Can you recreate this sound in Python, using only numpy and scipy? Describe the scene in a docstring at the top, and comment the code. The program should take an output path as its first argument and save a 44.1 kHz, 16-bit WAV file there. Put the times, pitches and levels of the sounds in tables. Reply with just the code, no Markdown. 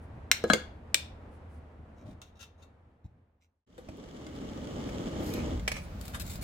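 """Small cut pieces of glass click against each other, close up, and knock on a pane lying on the bench
of a stained-glass workshop; then they are nudged into place further off. The sound fades out, and in on
a bench vice: its screw is spun open with a growing rumble, the handle drops with a clack, and a brass
frame scrapes out of the jaws. Struck or rubbed, each object rings with its own modes; the screw judders
in its nut and shakes the bench. Room air lies under both scenes, heard on a phone's two microphones."""
import sys
import numpy as np
from scipy import signal
from scipy.fft import rfft, irfft, next_fast_len
from scipy.io import wavfile

SR = 44100
rng = np.random.default_rng(int(sys.argv[2]) if len(sys.argv) > 2 else 0)


def transcribe(signal):
    """Save signal, clipped to [-1, 1], as a 16-bit WAV file at the path in sys.argv[1]."""
    frames = np.atleast_2d(signal).T
    limited = np.clip(frames, -1, 1)
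    pcm = np.round(limited * 32767).astype(np.int16)
    wavfile.write(sys.argv[1], SR, pcm)


N = 283563
TIME = np.arange(N) / SR
CHANGE_S = 3.664  # silence between glass table and vice; all levels are set ahead of the fades
LET_GO_S = 5.5  # the hand leaves the spinning screw

# hiss of the vice's dry thread: (frequency [Hz], level [dB per Hz])
THREAD_SPECTRUM = [(710, -21), (1200, 4), (1430, -4.5), (2230, -3), (2510, -11.5), (2980, -1), (3830, -8),
                   (4600, -11), (5530, -11.5), (6030, -10), (7250, -13), (8350, -18), (12300, -30),
                   (15200, -48), (16000, -37)]


def glass_clicks(out):
    """Glass meets glass: a sharp edge, the ring of the piece, and a knock on what lies under it."""
    # (time [s], piece, ring energy [dB], edge energy [dB], support, knock energy [dB], pan [dB])
    hits = [(0.3148, "chip", 8.5, 3, "board", -21, 2.5), (0.4396, "pane", -8, -18.5, "board", 5, 2),
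            (.500, "pane", 9, -21.5, "bench", 6.5, 6.5), (.534, "strip", 6.5, -7.5, "board", 4.5, 1.5),
            (0.9442, "bevel", 7.5, -1, "board", -16.5, 4), (2.2166, "far piece", -16, -24, "bench", -30, 3),
            (2.428, "far piece", -13.5, -27, "bench", -31, 2)]
    for s, piece, db, edge_db, support, knock_db, pan_db in hits:
        add(out, s, undb(db) * ring(piece) + undb(edge_db) * glass_edge(), pan_db)
        add(out, s, undb(knock_db) * ring(support))


def glass_edge(t60=0.008):
    """The first instant of glass on glass, before the piece rings; energy 1."""
    # the sharp contact: (frequency [Hz], level [dB per Hz])
    spectrum = [(500, -4), (850, 0), (1300, -9.5), (2500, 1.5), (4000, -3), (6300, 1), (9000, -6.5),
                (15000, -14)]
    t = np.arange(SR // 5) / SR
    return unit(colour(diffuse(len(t)), spectrum) * fall(t, t60)) / np.sqrt(len(t))


def ring(name, phase_spread=1.05, grip=0.0024):
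    """An object's answer to one contact, energy 1: its modes and a crack of weaker ones around them."""
    # resonances, by object: (frequency [Hz], level [dB], t60 [s])
    modes_of = { "chip": [(1402, 0, 0.015), (2110, 2, 0.016), (2420, 1.5, 0.018), (2635, 3.5, 0.014),
                (3350, -6, 0.02), (3780, -2, 0.023), (4000, -2, .022), (4300, -4, .016),
                (4900, -4.5, 0.0092), (5500, -2, 0.028), (5650, -4.5, 0.026), (6160, 2, 0.014),
                (7260, -2, 0.015), (8170, -7.5, 0.011), (9160, -6.5, 0.0056), (11900, -13, .012),
                (13800, -9.5, .013), (15000, -14, .012)], "bevel": [(595, -5.5, 0.015), (1600, -7.5, 0.028),
                (1927, -5, 0.022), (2356, 3.5, .02), (2475, -3.5, 0.024), (2890, 0.5, 0.015),
                (3497, 1, 0.024), (3790, 4, 0.019), (4170, 0.5, 0.016), (5310, -0.5, 0.011),
                (5670, 1, 0.011), (6200, -7, .012), (7200, 2, 0.01), (7560, -5, 0.015), (8700, -4, 0.0136),
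                (9020, -3, 0.0085), (9750, -12, 0.011), (11200, -9, 0.0093), (14800, -14, .01)],
                "pane": [(637, -3.5, 0.0093), (713, -3.5, 0.043), (1060, -10, 0.024), (1256, -5.5, 0.077),
                (1360, 1, 0.033), (1527, 0, .04), (1663, -1.5, 0.11), (2240, -11.5, .06),
                (2940, -8.5, 0.017), (3300, -12, 0.08), (4080, -10, 0.095), (5600, -26, 0.064),
                (6600, -26, 0.05), (7750, -19.5, 0.026), (8400, -28.5, .04)], "strip": [(1530, 3, 0.032),
                (2130, -1, 0.041), (2850, -6.5, .04), (3300, -3.5, 0.03), (3481, -0.5, 0.017),
                (4400, -4.5, 0.022), (4840, -1, 0.016), (5550, -8, 0.015), (6420, -3, 0.021),
                (7000, -2, 0.019), (7280, -7.5, 0.027), (7905, -12.5, 0.021), (8700, -10, 0.034),
                (11600, -19.5, 0.018), (15000, -18.5, .02)], "far piece": [(1357, 0.5, 0.075),
                (1404, -6, 0.11), (2700, -1.5, 0.14), (3050, -1, 0.032), (3726, 5, 0.039),
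                (4430, -6, 0.072), (5510, -3.5, 0.075), (6150, -1.5, 0.037), (6420, 0, 0.03),
                (8200, -14, .06), (8800, -13, 0.084), (11000, -15, 0.046), (15200, -17, .05)],
                "bench": [(157, -7, 0.15), (208.8, -1.5, 0.18), (267, -1, .08), (330, -8.5, .08),
                (518, -6.5, 0.1), (629.6, -5.5, 0.087)], "board": [(224, -2.5, .1), (335.3, -3.5, 0.11),
                (396.4, -5, 0.13), (470, 3, .06), (509, 1, .12)], "vice": [(630, 7, 0.021), (880, 2, 0.013),
                (1590, -3, 0.013), (1730, 2, 0.021), (2292, 9, 0.021), (2454, 4, 0.037), (3180, -1, 0.011),
                (4147, -10.5, 0.062), (4740, -9, 0.062), (5480, -2, 0.038), (6300, -5.5, 0.035),
                (7040, -9.5, .03), (7980, -10.5, 0.061), (10050, -14, 0.041), (11100, -14, 0.051),
                (13200, -16, .02)], "frame": [(1482, 3.5, 0.046), (2503, -8.5, 0.077), (3010, -6.5, 0.048),
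                (3624, -2.5, 0.043), (4260, -10, 0.046), (7900, -8.5, .05), (9260, -12.5, 0.12),
                (11500, -13.5, 0.11)], "jaw edge": [(1420, 1.5, 0.079), (2320, 2, 0.062),
                (3700, 4.5, 0.044), (4970, 5.5, 0.042), (5900, 0.5, 0.025), (6860, 2, 0.021),
                (7700, 3.5, 0.04), (9200, 1.5, 0.032), (11200, -1, 0.064), (11900, 7, 0.049),
                (13400, -8.5, .04), (14500, 2, .04), (15800, -2, 0.032)], }
    # the contact, by object: (crack against the modes [dB], crack t60 [s], rise [s])
    contact = {"chip": (-8.5, 0.026, 0.00024), "bevel": (-1, 0.012, .0004), "pane": (-10, 0.033, 0.00039),
               "strip": (-6.5, .04, .0003), "far piece": (-0.42, 0.12, 0.00043),
               "bench": (-6.5, .06, 0.00019), "board": (-6.5, 0.14, .0004), "vice": (-1, 0.04, 0.0017),
               "frame": (0.7, 0.093, 0.00031), "jaw edge": (9.3, 0.024, 0.00011)}
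    t = np.arange(SR // 5) / SR
    hz, db, t60 = np.transpose(modes_of[name])
    crack_db, crack_t60, rise_s = contact[name]
    hz = hz * (1 + grip * rng.standard_normal(len(hz)))  # the way it is held shifts each mode a little
    phase = rng.uniform(0, 2 * np.pi, len(hz))
    # short waves reach the two microphones in different phase
    phase = phase + phase_spread * np.minimum(hz / 900, 1) * rng.standard_normal((2, len(hz)))
    waves = np.sin(2 * np.pi * hz[:, None] * t + phase[..., None])
    modes = (undb(db)[:, None] * fall(t, t60[:, None]) * waves).sum(axis=1)
    skirt = [(hz[0] / 4, db[0] - 18.5), *sorted(zip(hz, db)), (hz[-1] * 2, db[-1] - 16.5)]
    crack = colour(diffuse(len(t)), skirt) * fall(t, crack_t60)
    sound = (unit(modes) + undb(crack_db) * unit(crack)) * (1 - np.exp(-t / rise_s))
    return unit(sound) / np.sqrt(len(t))


def vice_knocks(out):
    """Metal and wood are struck at the vice and ring; the hardest knock is the handle dropping."""
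    # (time [s], object struck, energy [dB], pan [dB])
    knocks = [(3.779, "frame", -15, 0), (3.781, "board", -3.5, 4), (3.887, "bench", -5, -8),
              (3.886, "vice", -17, 0), (3.969, "jaw edge", -36, 6), (4.057, "board", -16, -2),
              (4.266, "strip", -20, 1), (4.889, "vice", -21.5, 1.5), (5.338, "jaw edge", -15, 0),
              (5.596, "strip", -23, -1), (5.677, "vice", 1, -2), (5.716, "vice", -5, -5),
              (5.766, "vice", -14, -2), (6.012, "jaw edge", -22, 5.5), (6.054, "jaw edge", -24, 5),
              (6.08, "jaw edge", -20.5, 3), (6.145, "frame", -12.5, 2.5), (6.198, "jaw edge", -18, 9),
              (6.356, "jaw edge", -23.5, 1)]
    for s, name, db, pan_db in knocks:
        add(out, s, undb(db) * ring(name), pan_db)


def scrapes(out, slips_per_s=2500, spread_db=4.5):
    """Sliding pieces stick and slip: a swell of tiny contacts, each ringing the object."""
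    # (time [s], length [s], object rubbed, level [dB], pan [dB])
    slides = [(0.46, 0.12, "strip", -53.5, -12), (1.957, 0.096, "chip", -70, 3),
              (1.991, .15, "bench", -48, 1.5), (2.04, 0.11, "bevel", -65, 2.5),
              (2.226, 0.075, "far piece", -65.5, 4), (2.349, 0.043, "far piece", -63.5, 1.5),
              (2.389, 0.036, "far piece", -46, 8.5), (2.572, 0.051, "far piece", -66.5, 3),
              (2.615, 0.022, "far piece", -53, 5), (3.036, 0.04, "chip", -63, 1.5),
              (3.40, 0.072, "chip", -52, -0.5), (5.185, 0.21, "jaw edge", -54, -1),
              (5.286, 0.17, "vice", -50.5, -3.5), (5.721, 0.091, "vice", -47.5, -2.5),
              (5.975, 0.19, "jaw edge", -59, 0), (6.129, 0.034, "frame", -43, 1.5),
              (6.191, 0.041, "jaw edge", -44.5, 2.5), (6.23, 0.16, "jaw edge", -50, 1),
              (6.404, 0.055, "jaw edge", -48, 3)]
    for s, length, name, db, pan_db in slides:
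        push = swell(length)
        slips = unit(grains(slips_per_s, spread_db, size=SR)[:len(push)] * push)
        add(out, s, undb(db) * signal.fftconvolve(slips[None], ring(name), axes=1), pan_db)


def screw(shake_db=-34.5, shake_db_per_s=5, hiss_db=-49.5, hiss_db_per_s=3.5, run_down_s=0.14):
    """Spun ever harder until let go, the screw judders and shakes the bench; its gritty thread hisses."""
    # the shaken bench: (frequency [Hz], level [dB per Hz])
    body = [(65, -30), (110, -8), (279, -2.5), (335, -6), (366, -11), (446, -10), (626, -14), (690, -22),
            (850, -19.5), (948, -26.5), (1290, -31.5), (1500, -66), (1950, -62), (3300, -120)]
    until_let_go = np.maximum(LET_GO_S - TIME, 0)
    turning = np.clip(1 - (TIME - LET_GO_S) / run_down_s, 0, 1)
    judder = undb(2 * walk(60))
    shake = colour(diffuse(N) * judder, body)
    hiss = colour(diffuse(N) * np.sqrt(judder), THREAD_SPECTRUM)
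    t = np.arange(SR // 40) / SR
    specks = grains(rate=69, spread_db=2.6)
    tick = diffuse(len(t)) * fall(t, t60=0.01)
    grit = colour(signal.fftconvolve(specks[None], tick, axes=1)[:, :N], THREAD_SPECTRUM)
    shake_gain = undb(shake_db - shake_db_per_s * until_let_go)
    hiss_gain = undb(hiss_db - hiss_db_per_s * until_let_go)
    return turning * (shake_gain * shake + hiss_gain * (hiss + undb(-8) * grit))


def thread_ticks(rate=22, tick_db=-31, spread_db=2.0):
    """Larger bits of grit crack in the thread until the screw is let go."""
    t = np.arange(SR // 40) / SR
    tick = unit(colour(diffuse(len(t)), THREAD_SPECTRUM) * fall(t, t60=0.023)) / np.sqrt(len(t))
    bits = grains(rate, spread_db) * (TIME > CHANGE_S) * (TIME < LET_GO_S)
    return undb(tick_db) * signal.fftconvolve(bits[None], tick, axes=1)[:, :N]


def body_thumps(out):
    """Hands and body bump softly against the bench."""
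    # (time [s], length [s], level [dB])
    thumps = [(0.08, 0.17, -46), (1.783, 0.041, -42), (2.03, 0.14, -40.5), (3.04, 0.029, -25),
              (3.08, 0.18, -45), (3.88, 0.026, -35.5)]
    # a dull thud: (frequency [Hz], level [dB per Hz])
    spectrum = [(18, -32.5), (30, -16), (95, 3.5), (314, -21), (403, -42.5), (902, -33), (1000, -57),
                (1300, -86), (2200, -120)]
    add_swells(out, thumps, spectrum)


def sleeves(out):
    """Sleeves brush faintly past."""
    # (time [s], length [s], level [dB])
    brushes = [(0, 0.072, -76), (1.3, 0.091, -76.5), (1.48, 0.13, -74.5), (5.8, .07, -62)]
    # hiss of cloth: (frequency [Hz], level [dB per Hz])
    spectrum = [(4000, -5), (8000, -6.5), (9800, 3), (11000, -13), (15000, -12)]
    add_swells(out, brushes, spectrum)


def workshop(x, early_db=-14, early_t60=0.046, tail_db=-13, gap_s=0.0037):
    """Add quick reflections off the bench and the body, then a short tail whose top dies first."""
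    # decay of the room: (frequency [Hz], t60 [s])
    room_t60 = [(200, 0.28), (1000, 0.29), (3500, 0.35), (7000, 0.24), (13000, .22)]
    t = np.arange(SR // 2) / SR
    hz = np.fft.rfftfreq(len(t), 1 / SR)
    noise = rfft(diffuse(len(t)))
    tail = 0
    for centre, t60 in room_t60:
        share = at_hz([(f, float(f == centre)) for f, _ in room_t60], hz)
        tail = tail + irfft(noise * share, len(t)) * fall(t, t60)
    arrival = np.clip(t / gap_s - 1, 0, 1)
    early = diffuse(len(t)) * fall(t, early_t60)
    echo = undb(early_db) * unit(early * arrival) + undb(tail_db) * unit(tail * arrival)
    return x + signal.fftconvolve(x, echo / np.sqrt(len(t)), axes=1)[:, :N]


def table_room(air_db=-49.5, hum_db=-53, hum_hz=79.3, waver_db=4.0):
    """Room tone at the glass table: steady air and a wavering low hum."""
    # the air: (frequency [Hz], level [dB per Hz])
    spectrum = [(15, -37), (25, -13.5), (80, -3.5), (161, -15.5), (229, -12), (405, -21.5), (439, -18),
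                (641, -21), (754, -22.5), (840, -23.5), (2220, -37.5), (5000, -55), (9570, -61.5),
                (16000, -72.5)]
    air = undb(air_db + walk(11)) * colour(diffuse(N), spectrum)
    hum_gain = undb(hum_db + waver_db * walk(17))
    hum_phase = 2 * np.pi * np.cumsum(hum_hz + 3.5 * walk(25)) / SR
    return air + hum_gain * unit(np.sin(hum_phase))


def vice_room(air_db=-46, air_db_per_s=3.5, rumble_db=-43.0, rumble_db_per_s=3.0):
    """Room tone at the vice: brighter air and an uneven rumble, growing until the screw is let go."""
    # the air: (frequency [Hz], level [dB per Hz])
    air_spectrum = [(71, -55), (120, -1), (209, -0.5), (370, -12.5), (605, -10.5), (892, -19), (1090, -20),
                    (1900, -26), (6240, -35.5), (10400, -44.5), (16000, -41)]
    # the low rumble: (frequency [Hz], level [dB per Hz])
    rumble_spectrum = [(12, -34), (20, -14), (38, -4.5), (54, 2.5), (91, 1), (128, -12.5), (200, -10),
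                       (260, -47), (440, -120)]
    until_let_go = np.maximum(LET_GO_S - TIME, 0)
    air = undb(air_db - air_db_per_s * until_let_go + walk(11)) * colour(diffuse(N), air_spectrum)
    rock_db = 8 * np.exp(-((TIME - 5.54) / 0.21) ** 2)  # the bench rocks as the jaws come loose
    rumble_gain = undb(rumble_db - rumble_db_per_s * until_let_go + rock_db - walk(6.9))
    return air + rumble_gain * colour(diffuse(N), rumble_spectrum)


def add(out, s, sound, pan_db=0):
    """Mix a stereo sound in at time s; positive pan leans left, the treble further than the bass."""
    # the phone shades its far microphone: (frequency [Hz], left minus right [multiple of pan])
    shadow = [(200, 0.2), (1200, 1.25), (3000, 0.65), (9000, 1.56)]
    margin = SR // 50
    size = next_fast_len(sound.shape[1] + 2 * margin)
    lean_db = pan_db * at_hz(shadow, np.fft.rfftfreq(size, 1 / SR))
    padded = np.pad(sound, ((0, 0), (margin, 0)))
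    panned = irfft(rfft(padded, size) * undb(np.array([lean_db, -lean_db]) / 2), size)
    start = int(s * SR)
    part = panned[:, margin:margin + max(N - start, 0)]
    out[:, start:start + part.shape[1]] += part


def add_swells(out, events, spectrum):
    """Mix in one swell of coloured noise for each event."""
    for s, length, db in events:
        push = swell(length)
        add(out, s, undb(db) * colour(diffuse(SR // 2), spectrum)[:, :len(push)] * push)


def from_right(x, lag_s=0.00028):
    """Sound from the right reaches the left microphone later."""
    return np.array([np.roll(x[0], int(lag_s * SR)), x[1]])


def diffuse(size):
    """Stereo noise, alike at both microphones in the bass and unrelated in the treble."""
    # width of diffuse sound: (frequency [Hz], side minus mid [dB])
    width = [(50, -24), (125, -19), (250, -12.5), (600, -4.5), (1500, 0), (12000, -2.5)]
    padded = next_fast_len(size)
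    mid, side = rng.standard_normal((2, padded))
    side = irfft(rfft(side) * undb(at_hz(width, np.fft.rfftfreq(padded, 1 / SR))), padded)
    return unit(np.array([mid + side, mid - side])[:, :size])


def colour(x, spectrum):
    """Filter by a spectrum that falls steeply beyond its ends; rms 1."""
    size = next_fast_len(x.shape[-1])
    hz = np.fft.rfftfreq(size, 1 / SR)
    inside = np.minimum(1, hz / spectrum[0][0]) * np.minimum(1, spectrum[-1][0] / (hz + 1))
    shaped = rfft(x, size) * undb(at_hz(spectrum, hz)) * inside ** 4
    return unit(irfft(shaped, size)[..., :x.shape[-1]])


def grains(rate, spread_db, size=N):
    """About `rate` tiny slips a second at random moments, a few much larger than the rest."""
    chance, strength, sign = rng.random(size), rng.exponential(size=size), rng.choice([-1, 1], size)
    return sign * (chance < rate / SR) * undb(spread_db * np.minimum(strength, 4))


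def walk(rate):
    """A random drift through `rate` points a second."""
    steps = TIME * rate
    count = int(steps[-1]) + 2
    return np.interp(steps, np.arange(count), rng.standard_normal(count))


def swell(length):
    """A rounded rise and fall lasting `length` seconds."""
    return np.sqrt(np.hanning(int(length * SR)))


def fall(t, t60):
    """Exponential decay, 60 dB down at t60."""
    return np.exp(-np.log(1000) * t / t60)


def at_hz(points, hz):
    """Read (Hz, value) points on a log-frequency axis."""
    f, value = np.transpose(points)
    return np.interp(np.log(np.maximum(hz, 1)), np.log(f), value)


def undb(db):
    """Decibels to gain."""
    return 10 ** (np.asarray(db) / 20)


def unit(x):
    """Scale to rms 1."""
    return x / np.sqrt(np.mean(x ** 2))


def scene(fade_out_s=2.62, fade_in_s=1.34):
    """The work at the glass table fades out, the work at the vice fades in from the right."""
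    work = np.zeros((2, N))
    for source in glass_clicks, vice_knocks, scrapes, body_thumps, sleeves:
        source(work)
    work = workshop(work)
    at_table = work + table_room()
    at_vice = from_right(work + screw() + thread_ticks() + vice_room())
    fade_out = np.clip((CHANGE_S - TIME) / fade_out_s, 0, 1) ** 1.22
    fade_in = np.clip((TIME - CHANGE_S) / fade_in_s, 0, 1) ** 0.62
    return fade_out * at_table + fade_in * at_vice


def record(dry, top_hz=16000):
    """The phone holds peaks at full scale and cuts the top."""
    low_pass = signal.ellip(8, .2, 70, top_hz, fs=SR, output="sos")
    return signal.sosfilt(low_pass, np.clip(dry, -1, 1))


dry = scene()
out = record(dry)
transcribe(out)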